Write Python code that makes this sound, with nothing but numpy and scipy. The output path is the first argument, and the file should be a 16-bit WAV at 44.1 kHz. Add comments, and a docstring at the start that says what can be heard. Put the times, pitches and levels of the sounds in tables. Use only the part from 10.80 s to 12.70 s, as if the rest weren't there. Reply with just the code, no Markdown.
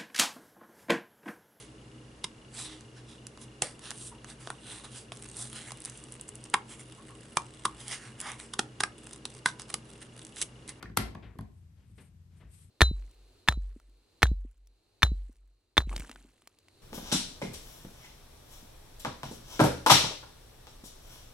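"""A mains plug is pushed into a plastic power strip taped to a workbench, close to the microphone.
Prongs stick and slip as rough chirps; contacts crack with filtered noise and ring the casing's modes.
Each push thunks the modes of the bench top; the casing clicks again as the hands let go.
A sleeve brushes past as grainy cloth noise, and a diffuse small room answers plug and bench.
Beneath lie a low ventilation rumble, a wavering hum and faint hiss."""
import sys
import numpy as np
from scipy import signal
from scipy.fft import rfft, irfft, next_fast_len
from scipy.io import wavfile
from scipy.ndimage import map_coordinates

SR = 44100
rng = np.random.default_rng(int(sys.argv[2]) if len(sys.argv) > 2 else 0)


def store_wav(level_fs):
    """Save 16-bit WAV to argv[1]."""
    pcm = np.round(np.clip(np.atleast_2d(level_fs), -1, 1) * 32767)
    wavfile.write(sys.argv[1], SR, pcm.T.astype(np.int16))


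N = 83790

# ventilation rumble spectrum: (frequency [Hz], relative level [dB])
RUMBLE_SPECTRUM = [(20, -13), (35, -9), (55, -0.5), (90, 1), (130, -3), (175, -5.5), (250, -21),
                   (400, -29.5), (700, -46), (2000, -70)]
# faint hiss spectrum: (frequency [Hz], relative level [dB])
HISS_SPECTRUM = [(100, 5.5), (500, 3), (1300, 0), (2500, -1.5), (6500, -5.5), (9000, -5), (10200, -18),
                 (11300, -2), (12300, -9), (13300, -29)]
# hum level before its random wavering: (time [s], level [dB])
HUM_LEVELS = [(0, -57), (.7, -58), (0.781, -50), (0.901, -65), (1.281, -61.5), (1.36, -54), (1.53, -49.5),
              (1.6, -61.5), (1.9, -62.5)]
# sleeve brushes: (start [s], rise [s], fall to -60 dB [s], level [dB], middle treble corner [Hz])
BRUSHES = [(0, 0.015, 0.29, -47, 2140), (0.422, 0.0075, 0.51, -51, 3130), (.96, 0.028, 0.6, -67, 4970),
           (1.178, .005, 0.2963, -54, 3770), (1.49, 0.098, 1.1, -65, 4944),
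           (1.599, 0.068, 0.1645, -44, 3085)]
# brushing cloth spectrum: (frequency [Hz], relative level [dB])
CLOTH_SPECTRUM = [(40, -5.5), (100, 6), (350, 8.5), (600, 3), (1200, 0), (2500, 1), (4500, -4.5),
                  (9000, -6), (13000, -18)]
# cloth sliding lightly: (middle [s], half length [s], level [dB])
SLIDES = [(.79, .05, -83), (1.102, 0.027, -78.5), (1.22, 0.037, -65.5), (1.584, .025, -76),
          (1.739, 0.024, -68), (1.807, 0.048, -63)]
# sliding cloth spectrum: (frequency [Hz], relative level [dB])
SLIDE_SPECTRUM = [(500, -13), (3000, -4), (6500, -8.5), (8800, 8), (9600, 1), (10200, -11), (11200, 4),
                  (12100, -11), (13000, -35)]
# contacts of plug and casing:
# (time [s], casing ring level [dB], crack level [dB], dull above [Hz], ring pitch ratio [1])
CONTACTS = [(.0270, -37.5, -34, 6800, 1.02), (0.0298, -40.5, -36.5, 4500, 1.04),
            (0.0977, -60, -49, 3500, 1.08), (0.1664, -39.5, -57, 11100, 0.68),
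            (0.1709, -71, -16, 14000, 1.44), (0.172, -16.5, -20.5, 14000, 1),
            (.1738, -36, -18.5, 12400, .8), (0.3491, -48, -51, 9000, 1.1), (0.3522, -34, -28, 1500, 0.84),
            (.5340, -63, -47, 1500, .85), (0.5556, -59, -54, 2000, .85), (0.587, -53.5, -46, 13200, 0.94),
            (0.5891, -36, -48, 2180, 0.77), (.6090, -56, -48.5, 13000, 1.06), (0.637, -57, -52, 1200, .7),
            (.6560, -64, -55, 1803, 0.74)]
# plastic casing modes at pitch ratio 1: (frequency [Hz], relative level [dB], t60 [s])
CASING_MODES = [(360, -14, 0.04), (727, -11, 0.02), (881.6, -4.5, .017), (1094, -1.5, 0.015),
                (1365, -1.5, .028), (1653, -17, .035), (2060, -11, 0.025), (2380, -14.5, 0.02),
                (2880, -12.5, .012), (3960, -14.5, .012), (4416, -7, .012), (5680, -8.5, .011),
                (8290, -9.5, .016), (9170, -10.5, .016), (11500, -4, .01)]
# contact crack spectrum: (frequency [Hz], relative level [dB])
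CRACK_SPECTRUM = [(300, -13), (900, 2), (1600, -1.5), (4400, -2), (6500, -9), (8500, -0.5), (10000, -3),
                  (11200, 5.5), (12500, -3.5), (14500, -21)]
# pushes on the bench top: (time [s], level [dB], pitch of the push [Hz])
PUSHES = [(.029, -41, 302), (0.046, -39.5, 80), (0.101, -39.5, 140), (.176, -26, 200.2), (.184, -31, 80),
          (.218, -30, 70), (0.254, -42.5, 300), (0.311, -42.5, 131.3), (.353, -38, 160), (.452, -39, 66.9),
          (0.556, -46, 343.2), (0.59, -33, 139.7), (0.609, -47.5, 201.1), (1.098, -47.5, 65),
          (1.188, -52.5, 197), (1.635, -43, 70.8)]
# bench top modes: (frequency [Hz], relative level [dB], t60 [s])
BENCH_MODES = [(58, -0.5, 0.37), (106.8, 2, 0.18), (156.6, 1.5, 0.12), (180.5, -2.5, 0.2),
               (211.3, -4.5, 0.21), (257.7, -4, 0.15), (335.6, -6, .17), (390.9, -8, 0.19),
               (451, -15.5, 0.23)]
# prongs slipping in the spring contacts: (time [s], pitch [Hz], level [dB])
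SLIPS = [(0.033, 1240, -44), (0.04, 1204, -38), (.048, 1570, -45.5), (0.057, 1810, -36.5),
         (.068, 1880, -51), (0.0991, 1547, -47)]
# room decay: (frequency [Hz], t60 [s])
ROOM_T60 = [(100, 0.34), (500, 0.53), (1400, 0.31), (3700, .33), (9700, .26), (13000, 0.18)]
# room colour: (frequency [Hz], gain [dB])
ROOM_GAIN = [(100, -23), (400, -3.5), (700, -6.5), (1350, -12), (1750, -3), (3500, -7), (6000, -6),
             (9000, -11), (10200, -15.5), (11500, -7.5), (12500, -18), (13300, -38)]

# *_LEFT_DB raises the left channel and lowers the right by the same amount
RUMBLE_DB, HISS_DB, HUM_HZ, BACKGROUND_LEFT_DB = -57.5, -76.5, 86.4, 1.5
CLOTH_GRAIN_DB, CLOTH_WIDTH, CLOTH_LEFT_DB = 0.5, 0.25, 3
CLOTH_DARKENS = 0.27  # a brush's corner starts this share above its middle and ends as far below
CRACK_RISE_S, CRACK_T60_S, CRACK_WIDTH = 0.0004, 0.013, 0.8
CASING_RISE_S, CASING_LEAD_S = 0.00035, 0.00003  # the ring reaches the left ear first by the lead
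CLICK_LEFT_DB = 1
BENCH_RISE_S, BENCH_LEFT_DB = 0.002, 0.6
PUSH_LOSS_DB_PER_OCTAVE = 7  # for modes away from the pitch of the push
SLIP_RISE_S, SLIP_T60_S, SLIP_ROUGH_RAD = 0.0007, 0.018, 0.95
ROOM_DELAY_S, ROOM_BUILD_S = 0.0013, 0.0034
LOW_CUT_HZ, TOP_HZ = 48, 14454


def amp(db):
    """Decibels to gain."""
    return 10 ** (np.asarray(db) / 20)


def unit(x):
    """Scale to rms 1."""
    return x / np.sqrt(np.mean(x ** 2) + 1e-20)


def along(points, hz):
    """(Hz, value) points read on a log frequency axis."""
    f, v = np.transpose(points)
    return np.interp(np.log(hz + 1), np.log(f + 1), v)


def since(s):
    """Seconds since s, zero before it."""
    return np.maximum(np.arange(N) / SR - s, 0)


def filtered(x, response):
    """x shaped by a gain that is a function of frequency."""
    padded = next_fast_len(N + 8192)
    hz = np.fft.rfftfreq(padded, 1 / SR)
    return irfft(rfft(x, padded) * response(hz), padded)[..., :N]


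def wobble(rate):
    """A smooth random curve through rate normal draws a second."""
    knots = rng.standard_normal(int(N * rate / SR) + 4)
    return map_coordinates(knots, [np.arange(N) * rate / SR])


def noise(spectrum, width):
    """Coloured stereo noise of rms 1; width is side over mid."""
    mid, side = filtered(rng.standard_normal((2, N)), lambda hz: amp(along(spectrum, hz)))
    return unit(np.array([mid + width * side, mid - width * side]))


def dull(x, corner_hz):
    """Soft contact loses its treble."""
    sos = signal.butter(2, min(corner_hz, 0.45 * SR), fs=SR, output="sos")
    return signal.sosfilt(sos, x + 1e-20)


def struck(t, rise, t60):
    """A quick rise and an exponential decay."""
    return (1 - np.exp(-t / rise)) * amp(-60 * t / t60)


def pan(left_db):
    """Gains of the two channels: left up, right down."""
    return amp([[left_db], [-left_db]])


def background():
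    """Steady low-heavy rumble and faint hiss, with a hum that wavers in phase and level."""
    t = since(0)
    hum_level_db = np.interp(t, *np.transpose(HUM_LEVELS))
    hum = np.sin(2 * np.pi * HUM_HZ * t + 0.36 * wobble(6.9))
    hum = hum * amp(hum_level_db + 3.1 * wobble(15))
    rumble = amp(RUMBLE_DB) * noise(RUMBLE_SPECTRUM, width=0.14)
    hiss = amp(HISS_DB) * noise(HISS_SPECTRUM, width=1.0)
    return (rumble + hum + hiss) * pan(BACKGROUND_LEFT_DB)


def sleeve():
    """Grainy cloth: brushes that darken as they slow, and light hissing slides."""
    cloth = unit(noise(CLOTH_SPECTRUM, CLOTH_WIDTH) * amp(CLOTH_GRAIN_DB * wobble(220)))
    brushes = np.zeros((2, N))
    for s, rise, fall, db, corner_hz in BRUSHES:
        t = since(s)
        bright, dark = [
            filtered(cloth, lambda hz: 1 / np.sqrt(1 + (hz / (corner_hz * k)) ** 10))
            for k in (1 + CLOTH_DARKENS, 1 - CLOTH_DARKENS)]
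        fast = np.exp(-t / (0.15 * fall))  # crossfades bright into dark
        brushes += amp(db) * struck(t, rise, fall) * (fast * bright + (1 - fast) * dark)
    speed = sum(amp(db) * np.exp(-0.5 * ((since(0) - s) / half) ** 2) for s, half, db in SLIDES)
    slides = speed * noise(SLIDE_SPECTRUM, width=0.93) * amp(2.21 * wobble(70))
    return (brushes + slides) * pan(CLOTH_LEFT_DB)


def clicks():
    """Each contact gives a short noisy crack and rings the modes of the casing."""
    out = np.zeros((2, N))
    cracks = noise(CRACK_SPECTRUM, CRACK_WIDTH)
    for s, ring_db, crack_db, corner_hz, ratio in CONTACTS:
        start = int(s * SR)
        span = slice(start, start + SR // 16)
        t = since(s)[span]
        ears = np.array([t, np.maximum(t - CASING_LEAD_S, 0)])
        ring = np.zeros_like(ears)
        for k, (hz, db, t60) in enumerate(CASING_MODES):
            mode = struck(ears, CASING_RISE_S, t60) * np.sin(2 * np.pi * hz * ratio * ears)
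            ring += (-1) ** k * amp(db) * mode  # neighbouring modes start in opposite directions
        crack = cracks[:, span] * struck(t, CRACK_RISE_S, CRACK_T60_S)
        out[:, span] += dull(amp(ring_db) * ring + amp(crack_db) * crack, corner_hz)
    return out * pan(CLICK_LEFT_DB)


def bench():
    """The push passes through the strip into the bench top; slower pushes wake its lower modes."""
    out = np.zeros(N)
    for s, push_db, push_hz in PUSHES:
        start = int(s * SR)
        span = slice(start, start + SR // 2)
        t = since(s)[span]
        for hz, db, t60 in BENCH_MODES:
            octaves_away = abs(np.log2(hz / push_hz))
            level = amp(push_db + db - PUSH_LOSS_DB_PER_OCTAVE * octaves_away)
            out[span] += level * struck(t, BENCH_RISE_S, t60) * np.sin(2 * np.pi * hz * t)
    return out * pan(BENCH_LEFT_DB)


def prongs():
    """The prongs stick and slip on their way in: tiny chirps, roughened by a random phase."""
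    rough = SLIP_ROUGH_RAD * wobble(1000)
    out = np.zeros(N)
    for s, hz, db in SLIPS:
        t = since(s)
        out += amp(db) * struck(t, SLIP_RISE_S, SLIP_T60_S) * np.sin(2 * np.pi * hz * t + rough)
    return out


def room(x):
    """Diffuse reflections: a decaying noise tail for each ear, the high treble dying first."""
    hz, t, cells = signal.stft(rng.standard_normal((2, SR // 2)), SR, nperseg=256)
    decay = amp(-60 * t / along(ROOM_T60, hz)[:, None])
    tail = signal.istft(cells * decay, SR, nperseg=256)[1]
    tail = tail * (1 - np.exp(-since(ROOM_DELAY_S)[:tail.shape[1]] / ROOM_BUILD_S))
    wet = signal.fftconvolve(x, tail / np.linalg.norm(tail[0]), axes=1)[:, :N]
    return filtered(wet, lambda hz: amp(along(ROOM_GAIN, hz)))


def scene(count=3):
    """Plug and bench up close; the cracks leave differently in count directions and meet in the room."""
    body = prongs() + bench()
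    reflections = sum(room(clicks() + body) for _ in range(count)) / np.sqrt(count)
    return clicks() + body + reflections + sleeve() + background()


def record(dry):
    """The recorder cuts the deepest bass and falls off steeply above its band limit."""
    low_cut = signal.butter(3, LOW_CUT_HZ, "highpass", fs=SR, output="sos")
    dry = signal.sosfilt(low_cut, dry)
    return filtered(dry, lambda hz: 1 / np.sqrt(1 + (hz / TOP_HZ) ** 60))


dry = scene()
out = record(dry)
store_wav(out)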